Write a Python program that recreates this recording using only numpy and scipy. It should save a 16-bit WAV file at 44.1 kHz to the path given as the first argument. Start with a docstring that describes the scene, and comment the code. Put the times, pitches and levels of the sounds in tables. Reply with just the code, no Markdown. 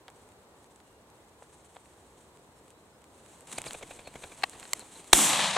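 """One gunshot overloads the microphone, hisses back from the grass and rolls along the tree line.
Before it, a hunter and his dog wade through tall grass in a quiet field edged by trees.
A pheasant bursts out of cover and whirrs away; the gun is shouldered with a knock and a click.
Coloured noise bursts make the impacts and wingbeats, random clicks the grass, feather whirr and
returning shot, gliding tones the whistles; the blast adds a bare pressure pulse."""
import sys
import numpy as np
from scipy import signal
from scipy.fft import rfft, irfft
from scipy.io import wavfile

SR = 44100
rng = np.random.default_rng(int(sys.argv[2]) if len(sys.argv) > 2 else 0)


def wav_record(signal):
    """Record a signal, one row per channel, as 16-bit PCM in the file named by sys.argv[1]."""
    frames = np.transpose(np.atleast_2d(signal))
    bounded = np.clip(frames, -1, 1)
    # unit amplitude maps onto the largest positive 16-bit level
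    quanta = np.round(bounded * 32767).astype(np.int16)
    wavfile.write(sys.argv[1], SR, quanta)


N = 245758
TIME = np.arange(N) / SR
BINS_HZ = np.maximum(np.fft.rfftfreq(8192, 1 / SR), 1)

# resonances of the air squeezed from under a wing: [f/Hz, width/Hz, relative level/dB]
WING = [(150, 230, -4.5), (490, 340, 2.5), (690, 400, 1), (1090, 320, -9), (1580, 470, -7), (2345, 400, 0),
        (3460, 1100, -9), (7500, 3000, -14.5)]
# unrelated sound between the channels for a source at one place: [f/Hz, side level/dB]
DIRECT = [(100, -40), (900, -19), (2200, -15.5), (4000, -10), (7500, -11), (11000, -13)]

# the bird breaks cover (s); steady stir of the grass while stalking and once the dog runs (dB)
FLUSH_S, STALKING_DB, RUNNING_DB = 3.47, -70, -59.5
# first downstroke (s) and even rate of the wings (per s)
TAKEOFF_S, BEATS_PER_S = 3.584, 12.2
BLAST_S = 5.1325


def from_db(db):
    """Decibels to gain."""
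    return 10 ** (np.asarray(db) / 20)


def rms_one(x):
    """Scale to unit power."""
    return x / np.sqrt(np.mean(np.abs(x) ** 2) + 1e-20)


def gains(points):
    """A (Hz, dB) table as a gain at every frequency."""
    hz, db = np.transpose(points)
    return from_db(np.interp(np.log(BINS_HZ), np.log(hz), db))


def causal(gain):
    """Minimum-phase response of unit power with the given magnitude: nothing sounds early."""
    cepstrum = irfft(np.log(rms_one(gain) + 1e-6))
    half = len(cepstrum) // 2
    cepstrum[1:half] *= 2
    cepstrum[half + 1:] = 0
    return np.exp(rfft(cepstrum))


def colour(points):
    """Response of unit power that follows a (Hz, dB) table."""
    return causal(gains(points))


def body(modes):
    """Response of resonances with steep skirts and dark valleys between them."""
    peaks = []
    for hz, width, db in modes:
        detuning = (BINS_HZ ** 2 - hz ** 2) / (BINS_HZ * width)
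        peaks.append(from_db(db) / (1 + detuning ** 2))
    return causal(np.linalg.norm(peaks, axis=0))


def dulled(top_hz, order=6):
    """Gain that falls steeply above a frequency."""
    return 1 / np.sqrt(1 + (BINS_HZ / top_hz) ** (2 * order))


def sound(drive, response, spread, off_axis=1):
    """Two unrelated drives pass through a response to the mid and side of a stereo microphone."""
    # pressure difference between the two microphone ports: [f/Hz, side level/dB]
    ports = [(100, -38), (4000, -26), (7500, -27), (9500, -3.5), (11500, 7), (15000, -1)]
    # sound arriving at an angle leaves this difference a quarter cycle ahead
    paths = response * np.array([np.ones(len(BINS_HZ)), gains(spread), 1j * off_axis * gains(ports)])
    kernels = np.fft.fftshift(irfft(paths), axes=-1)
    mid, side, gradient = signal.oaconvolve(drive[[0, 1, 0]], kernels, mode="same", axes=-1)
    return mid + (side + gradient) * [[1], [-1]]


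def drift(rate):
    """Smooth chance that changes about `rate` times a second; spread 1."""
    return rms_one(np.interp(TIME * rate, np.arange(N // 20), rng.standard_normal(N // 20)))


def swell(s, half_s):
    """A smooth rise and fall of height 1 around a moment."""
    return np.exp(-((TIME - s) / half_s) ** 2)


def flushed(rise_s=0.014):
    """0 while the bird sits tight, 1 once it has broken cover."""
    return np.clip((TIME - FLUSH_S) / rise_s, 0, 1)


def hold_and_fade(age, db, hold_s, fade_db_per_s):
    """Gain that holds for a while and then dies away."""
    return from_db(db - fade_db_per_s * np.maximum(age - hold_s, 0))


def grains(per_s, size_db):
    """Two streams of random clicks of uneven size, unit power."""
    born = rng.random((2, N)) < per_s / SR
    sizes = from_db(size_db * np.minimum(rng.exponential(1, (2, N)), 4))
    return rms_one(born * sizes * rng.choice([-1, 1], (2, N)))


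def bursts(rows, size=4096):
    """Short white bursts that swell and die, one for each row (s, dB, rise s, fall s)."""
    lead = size // 4   # room for the rise ahead of each moment
    out = np.zeros((2, N + size))
    t = (np.arange(size) - lead) / SR
    for s, db, rise, fall in rows:
        shape = np.exp(-np.where(t < 0, (t / rise) ** 2, t / fall))
        burst = shape * rng.standard_normal((2, size))
        for _ in range(2):   # an impact excites all frequencies evenly
            burst = np.sqrt(shape) * irfft(np.exp(1j * np.angle(rfft(burst))))
        start = min(round(s * SR), N)
        out[:, start:start + size] += from_db(db) * rms_one(burst) * np.sqrt(np.mean(shape ** 2))
    return out[:, lead:lead + N]


def whistles(rows, waver):
    """Brief, unsteady tones sliding in pitch: rows (s, length s, start Hz, end Hz, dB)."""
    out = np.zeros(N)
    unsteady = 1 + waver * drift(900)
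    for s, length, start_hz, end_hz, db in rows:
        on = (TIME > s) & (TIME < s + length)
        along = (TIME[on] - s) / length
        hz = (start_hz + (end_hz - start_hz) * along) * unsteady[on]
        tone = np.sin(2 * np.pi * np.cumsum(hz) / SR)
        arch = np.sqrt(np.maximum(np.sin(np.pi * along), 0))
        out[on] += from_db(db) * arch * tone
    return out


def field(drive_db=-58.55, waver_db=0.66):
    """Distant murmur of the countryside: wavering noise arriving from all sides."""
    # colour of the far murmur: [f/Hz, relative level/dB per Hz]
    murmur = [(15, -69), (25, -25), (45, -7.5), (71, 0.5), (183, -3), (482, 0), (648, -4.5), (997, -4.5),
              (1240, -10.5), (2630, -20), (4150, -19.5), (4750, -22), (8130, -21.5), (12200, -22.5),
              (15500, -27)]
    # unrelated sound between the channels when it comes from all round: [f/Hz, side level/dB]
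    diffuse = [(60, -14.5), (300, -14), (900, -10), (2000, 2.5), (4000, 4), (7500, 4), (12000, -19)]
    hush = gains([(1200, 0.5), (3000, -3.0), (8000, -7.5)])   # softens the treble
    drive = rng.standard_normal((2, N)) * from_db(drive_db + waver_db * drift(5.16))
    return sound(drive, colour(murmur) * hush, diffuse)


def rustle_db():
    """How hard the grass is brushed: a steady stir that jumps at the flush, and single sweeps."""
    # legs, dog and bird sweeping through the grass: [t/s, level/dB, half length/s]
    swishes = [(0.203, -68, 0.06), (.64, -67, 0.037), (1.688, -65.5, 0.31), (2.26, -67, 0.18),
               (2.676, -69, 0.082), (3.313, -59, .11), (3.548, -48, 0.041), (3.707, -49.5, 0.085),
               (3.92, -53.5, 0.056), (4.295, -54.5, 0.12), (4.485, -55.5, 0.03), (4.65, -52.5, 0.1),
               (4.804, -52.5, 0.051), (4.964, -50.5, 0.037), (5.075, -51, .035)]
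    stir = from_db(STALKING_DB + (RUNNING_DB - STALKING_DB) * flushed())
    sweeps = [from_db(db) ** 2 * swell(s, half_s) for s, db, half_s in swishes]
    return 10 * np.log10(stir ** 2 + sum(sweeps))


def small_snaps(level_db, count=18, follows=0.45, stalking_tick_db=-52.5, stalking_wood_db=-59):
    """Lesser snaps at random moments, stronger in harder-brushed grass: (s, dB, woody part dB)."""
    moments = ((np.arange(count) + rng.random(count)) * N / count).astype(int)
    lift_db = follows * (level_db[moments] - STALKING_DB)
    return [(i / SR, stalking_tick_db + db, stalking_wood_db + db) for i, db in zip(moments, lift_db)]


def grass(blades_db=-1.06, clump_db=2.0, tick_trim_db=-3, wood_trim_db=1):
    """Blades scrape in clumps of tiny clicks; now and then a stem or a twig snaps."""
    # colour of dry blades: [f/Hz, relative level/dB per Hz]
    dry_blades = [(90, -25), (160, -5.5), (260, -4.5), (550, -7), (930, -2.5), (1300, -6), (2900, -6.5),
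                  (4100, -6), (4900, -16), (6200, -6), (8300, 0.5), (10000, -7.5), (12000, -20),
                  (15500, -32)]
    # the bird thrashing free of the cover: [t/s, level/dB, rise/s, fall/s]
    thrash = [(3.474, -50, 0.0042, 0.0083), (3.517, -44, 0.0027, .008), (3.527, -38, 0.0025, 0.013),
              (3.584, -33.5, 0.0043, 0.0056), (3.66, -47, 0.0024, 0.041)]
    # loudest stems snapping, levels ahead of the trims: [t/s, level/dB, woody part level/dB]
    loud_snaps = [(0.0817, -48, -41), (0.1017, -46.5, -56), (0.7605, -46.5, -63), (0.802, -61, -51.5),
                  (2.7048, -45, -57), (3.042, -49.5, -53), (3.4079, -40.5, -58), (3.6177, -27.5, -43),
                  (3.6406, -51, -37), (3.7086, -43, -32.5), (3.7329, -27.5, -46), (4.4965, -33, -49),
                  (4.5985, -34, -47), (4.7945, -32, -49)]
    # twigs giving way underfoot, levels ahead of the treble cut: [t/s, level/dB, rise/s, fall/s, top f/Hz]
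    twig_rows = [(.085, -47.5, 0.00066, 0.0097, 6000), (1.423, -43.5, 0.0006, 0.0036, 2400),
                 (1.762, -44.5, 0.00046, 0.0017, 9000), (1.767, -41, 0.0014, 0.0028, 5000)]
    # colour of the twigs: [f/Hz, relative level/dB per Hz]
    twig_colour = [(250, -24), (480, 0.5), (800, 2.5), (1500, -7.5), (2100, -9.5), (2800, -16), (3400, -10),
                   (4500, -22), (6000, -31), (14000, -48)]
    tick = [(1000, -9), (5000, -13.0), (7800, 6.5), (9500, 0), (12000, -14), (15000, -22)]
    wood = [(150, -26), (700, 3.5), (3000, 5.5), (4300, 1.0), (6000, -9), (14000, -21)]

    level_db = rustle_db()
    scrape = grains(5000, size_db=1.5) * from_db(level_db + blades_db + clump_db * drift(66))
    blades = scrape + bursts(thrash)
    snaps = list(loud_snaps) + small_snaps(level_db)
    ticks = bursts([(s, db + tick_trim_db, 0.0002, 0.0009) for s, db, woody in snaps])
    cracks = bursts([(s, woody + wood_trim_db, 0.0002, 0.0012) for s, db, woody in snaps])
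    parts = [(blades, dry_blades), (ticks, tick), (cracks, wood)]
    out = sum(sound(drive, colour(spectrum), DIRECT) for drive, spectrum in parts)
    for *burst, top_hz in twig_rows:
        out = out + sound(bursts([burst]), colour(twig_colour) * dulled(top_hz), DIRECT)
    return out


def far_birds():
    """Small birds far off in the trees: faint gliding tones."""
    # [t/s, length/s, start f/Hz, end f/Hz, level/dB]
    chirps = [(.82, 0.2, 2840, 2800, -76), (2.54, .065, 5500, 5270, -75.5), (2.735, 0.077, 3720, 4200, -74),
              (2.925, .05, 5200, 5000, -75)]
    return whistles(chirps, waver=0.0073)


def wingbeats(count=10):
    """Evenly spaced downstrokes that follow the bird's effort: rows (s, level dB)."""
    # strength of the downstrokes, hard in the climb, a lull, a second spurt, then away: [t/s, level/dB]
    effort = [(3.65, -39.5), (3.83, -40.5), (3.99, -46.5), (4.08, -42.5), (4.24, -40.5), (4.33, -49)]
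    s = TAKEOFF_S + np.arange(count) / BEATS_PER_S
    return list(zip(s, np.interp(s, *np.transpose(effort))))


def downstroke(s, db, tension, uneven_db=2, rise_s=0.0065, fall_s=0.011):
    """One puff of air with singing quills; the wing is spread a little differently each time."""
    # flight feathers singing, pitch ahead of the tension: [length/s, start f/Hz, end f/Hz, level re stroke/dB]
    quill_rows = [(.009, 2877, 2125, -7), (.01, 4090, 3320, -11.5)]
    chance_db = uneven_db * rng.standard_normal(len(WING))
    modes = [(hz * tension, width, mode_db + more_db)
             for (hz, width, mode_db), more_db in zip(WING, chance_db)]
    quills = [(s - length / 2, length, start_hz * tension, end_hz * tension, db + quill_db)
              for length, start_hz, end_hz, quill_db in quill_rows]
    puff = sound(bursts([(s, db, rise_s, fall_s)]), body(modes), DIRECT)
    return puff + whistles(quills, waver=0.034)


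def pheasant(upstroke_lead_s=0.017, upstroke_db=-10, push_db=-17.0, tension_spread=0.039,
             whirr_db=-59.5, climb_db=8, flutter_db=3.5):
    """Kick-off, wing clap, and downstrokes each with a weak flick ahead and a soft low push."""
    # feet pushing off the ground: [t/s, level/dB, rise/s, fall/s]
    kick = [(3.525, -50, 0.0055, 0.039)]
    # dull resonance of the soil: [f/Hz, width/Hz, relative level/dB]
    soil = [(215, 140, 0)]
    # colour of the feather whirr: [f/Hz, relative level/dB per Hz]
    feathers = [(40, -7), (100, -4), (300, -0.5), (900, -2.5), (1400, -12), (2500, -10.5), (4000, -14.5),
                (5200, -22), (12000, -39)]
    push = colour([(15, -2), (45, -2), (110, -3.0), (300, -14), (900, -45), (5000, -82)])

    beats = wingbeats()
    strokes = sum(downstroke(s, db, 1 + tension_spread * rng.standard_normal()) for s, db in beats)
    # the wings clap together on the first stroke
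    clap = bursts([(TAKEOFF_S, -32, 0.0027, 0.005)])
    flicks = bursts([(s - upstroke_lead_s, db + upstroke_db, 0.003, 0.006) for s, db in beats])
    pushes = bursts([(s, db + push_db, 0.012, 0.05) for s, db in beats])
    # the whirr swells in the steep climb
    level_db = whirr_db + climb_db * swell(3.69, half_s=0.051)
    whirr = flushed() * grains(3000, size_db=1.0) * from_db(level_db + flutter_db * drift(70))
    parts = [(bursts(kick), body(soil)), (clap + flicks, body(WING)),
             (pushes, push), (whirr, colour(feathers))]
    return strokes + sum(sound(drive, response, DIRECT) for drive, response in parts)


def flight_whistles():
    """Thin falling tones during the flight."""
    # [t/s, length/s, start f/Hz, end f/Hz, level/dB]
    falling = [(3.575, 0.0068, 4900, 3920, -41), (3.673, 0.018, 5200, 3830, -43),
               (4.044, 0.052, 4370, 4200, -55), (4.800, .019, 4450, 3920, -48.5),
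               (4.949, 0.023, 4270, 3870, -53.5)]
    return whistles(falling, waver=0.017)


def gun_handling():
    """Dull knocks ring the stock; a bright click rings the safety catch."""
    # hard knocks, as of gun and gear: [t/s, level/dB, rise/s, fall/s]
    knocks = [(4.424, -41.5, 0.0011, 0.0028), (4.4363, -20.5, 0.0024, 0.0011),
              (4.4388, -18, 0.0013, 0.0031), (4.533, -49, .002, 0.0064), (4.629, -40, 0.00085, 0.002),
              (4.654, -39, 0.00071, 0.0012)]
    # what they ring with: [f/Hz, width/Hz, relative level/dB]
    stock = [(190, 290, -24), (450, 360, -16), (825, 290, 0), (1107, 140, -0.5), (1550, 300, -4.5),
             (1880, 170, -1.5), (2170, 450, -6.5), (2680, 490, -6), (3080, 200, -8.5), (3700, 1200, -19),
             (4230, 850, -7), (7800, 4500, -26.5)]
    # click of the safety catch: [t/s, level/dB, rise/s, fall/s]
    click = [(4.7333, -16, 0.00015, 0.0013)]
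    # modes of the catch: [f/Hz, width/Hz, relative level/dB]
    catch = [(614, 360, -6), (1090, 340, -1.5), (2090, 340, 0.5), (3000, 700, -7), (4300, 780, -2),
             (5600, 1800, -9), (6640, 580, -3), (7600, 470, 4), (11200, 2500, -11), (14000, 1500, -15)]
    spread = [(300, -10), (1000, -11), (2200, -8), (7500, -4), (12000, -8)]
    return sound(bursts(knocks), body(stock), spread) + sound(bursts(click), body(catch), spread)


def shot(blast_db=5, blast_s=0.00029):
    """A sharp crack around one steep muzzle pressure pulse, then a slow swing of suction."""
    # pellet crackle, muzzle blast and ground bounce: [t/s, level/dB, rise/s, fall/s]
    shot_rows = [(5.1296, -14.5, 0.00031, 0.006), (5.1320, 8, 0.00037, 0.0014),
                 (5.1352, -12.5, 0.00087, 0.0022)]
    # colour of the crack: [f/Hz, relative level/dB per Hz]
    crack_colour = [(120, -27), (240, -12), (330, -1), (450, -6), (800, 0.5), (1300, -5.5), (2100, -0.5),
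                    (3000, -5), (3800, 0), (5000, -9), (5900, -2), (8500, -2), (15500, -23.5)]
    spread = [(100, -35), (900, -8), (2200, -10), (4000, -8), (7500, -14), (11000, -2)]
    age = np.maximum(TIME - BLAST_S, 0)
    push = from_db(blast_db) * np.exp(-(age / blast_s) ** 2) * (age > 0)
    suction = from_db(-23) * np.exp(-age / 0.011) * np.sin(2 * np.pi * 36 * age)
    crack = sound(bursts(shot_rows), colour(crack_colour), spread, off_axis=0.2)
    return crack * from_db([[-1.2], [1.2]]) + push - suction   # the crack leans to the second channel


def shot_echoes(build_s=0.18, trees_pan_db=1.0, dulling_s=0.31, air_hz=9500, uneven_db=0.7):
    """Countless stalks return a bright hiss at once; the duller roll of the trees builds behind it."""
    # colour of the shot scattered by the grass: [f/Hz, relative level/dB per Hz]
    from_grass = [(53, -49), (90, -18.5), (200, -3), (332, 0.5), (420, -12), (478, -6.5), (605, -11),
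                  (749, -4), (948, -8), (1200, -7.5), (1800, -10), (3420, -5.5), (4720, -13), (7890, 0.5),
                  (14100, -18), (15000, -37)]
    # colour of the shot scattered by the trees: [f/Hz, relative level/dB per Hz]
    from_trees = [(65, -28), (120, -10), (200, -1.5), (370, -25), (560, -4), (900, 1.5), (1200, -0.5),
                  (1400, -9), (1750, -2.5), (2400, -3.5), (3900, -1.5), (4900, -11), (8200, -8.5),
                  (11000, -14.5), (14000, -57)]
    # distinct echoes off the trees: [t/s, level/dB, rise/s, fall/s]
    echo_rows = [(5.191, -27.5, 0.0041, 0.0096), (5.324, -30.5, 0.0016, 0.0055),
                 (5.393, -28, 0.0029, 0.0059), (5.567, -23, 0.0049, 0.011)]
    # colour of those echoes: [f/Hz, relative level/dB per Hz]
    echo_colour = [(200, -31), (450, 0.5), (750, 2), (1200, 0), (2500, -12), (4200, -15), (6000, -21),
                   (12000, -56)]
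    spread = [(100, -26), (900, -22), (4000, -14), (7500, -5.5), (11000, -1)]

    age = np.maximum(TIME - BLAST_S, 0)
    hiss_gain = hold_and_fade(age, db=-22.5, hold_s=0.1, fade_db_per_s=85) * (age > 0)
    stalks = grains(14000, size_db=1.5) * hiss_gain * from_db(uneven_db * drift(60))
    roll_gain = hold_and_fade(age, db=-27.5, hold_s=0.3, fade_db_per_s=34)
    roll_gain = roll_gain * np.minimum(age / build_s, 1)
    trunks = grains(4000, size_db=1.0) * roll_gain * from_db(1.2 * drift(90))
    # later returns have crossed more air and lose their top
    near, air = np.exp(-age / dulling_s), dulled(air_hz)
    hiss = sound(stalks * near, colour(from_grass), spread)
    hiss = hiss + sound(stalks * (1 - near), colour(from_grass) * air, spread)
    trees = sound(trunks, colour(from_trees) * air, DIRECT)
    trees = trees + sound(bursts(echo_rows), colour(echo_colour), DIRECT)
    return hiss + trees * from_db([[trees_pan_db], [-trees_pan_db]])


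def scene():
    """Everything heard from a few steps behind the hunter."""
    birds = pheasant() + flight_whistles() + far_birds()
    return field() + grass() + birds + gun_handling() + shot() + shot_echoes()


def record(dry, cutoff_hz=15800):
    """The blast overloads the microphone input, and the top is cut."""
    clipped = np.clip(dry, -0.95, 0.95)
    return signal.sosfilt(signal.ellip(10, 0.1, 80, cutoff_hz, fs=SR, output="sos"), clipped)


dry = scene()
out = record(dry)
wav_record(out)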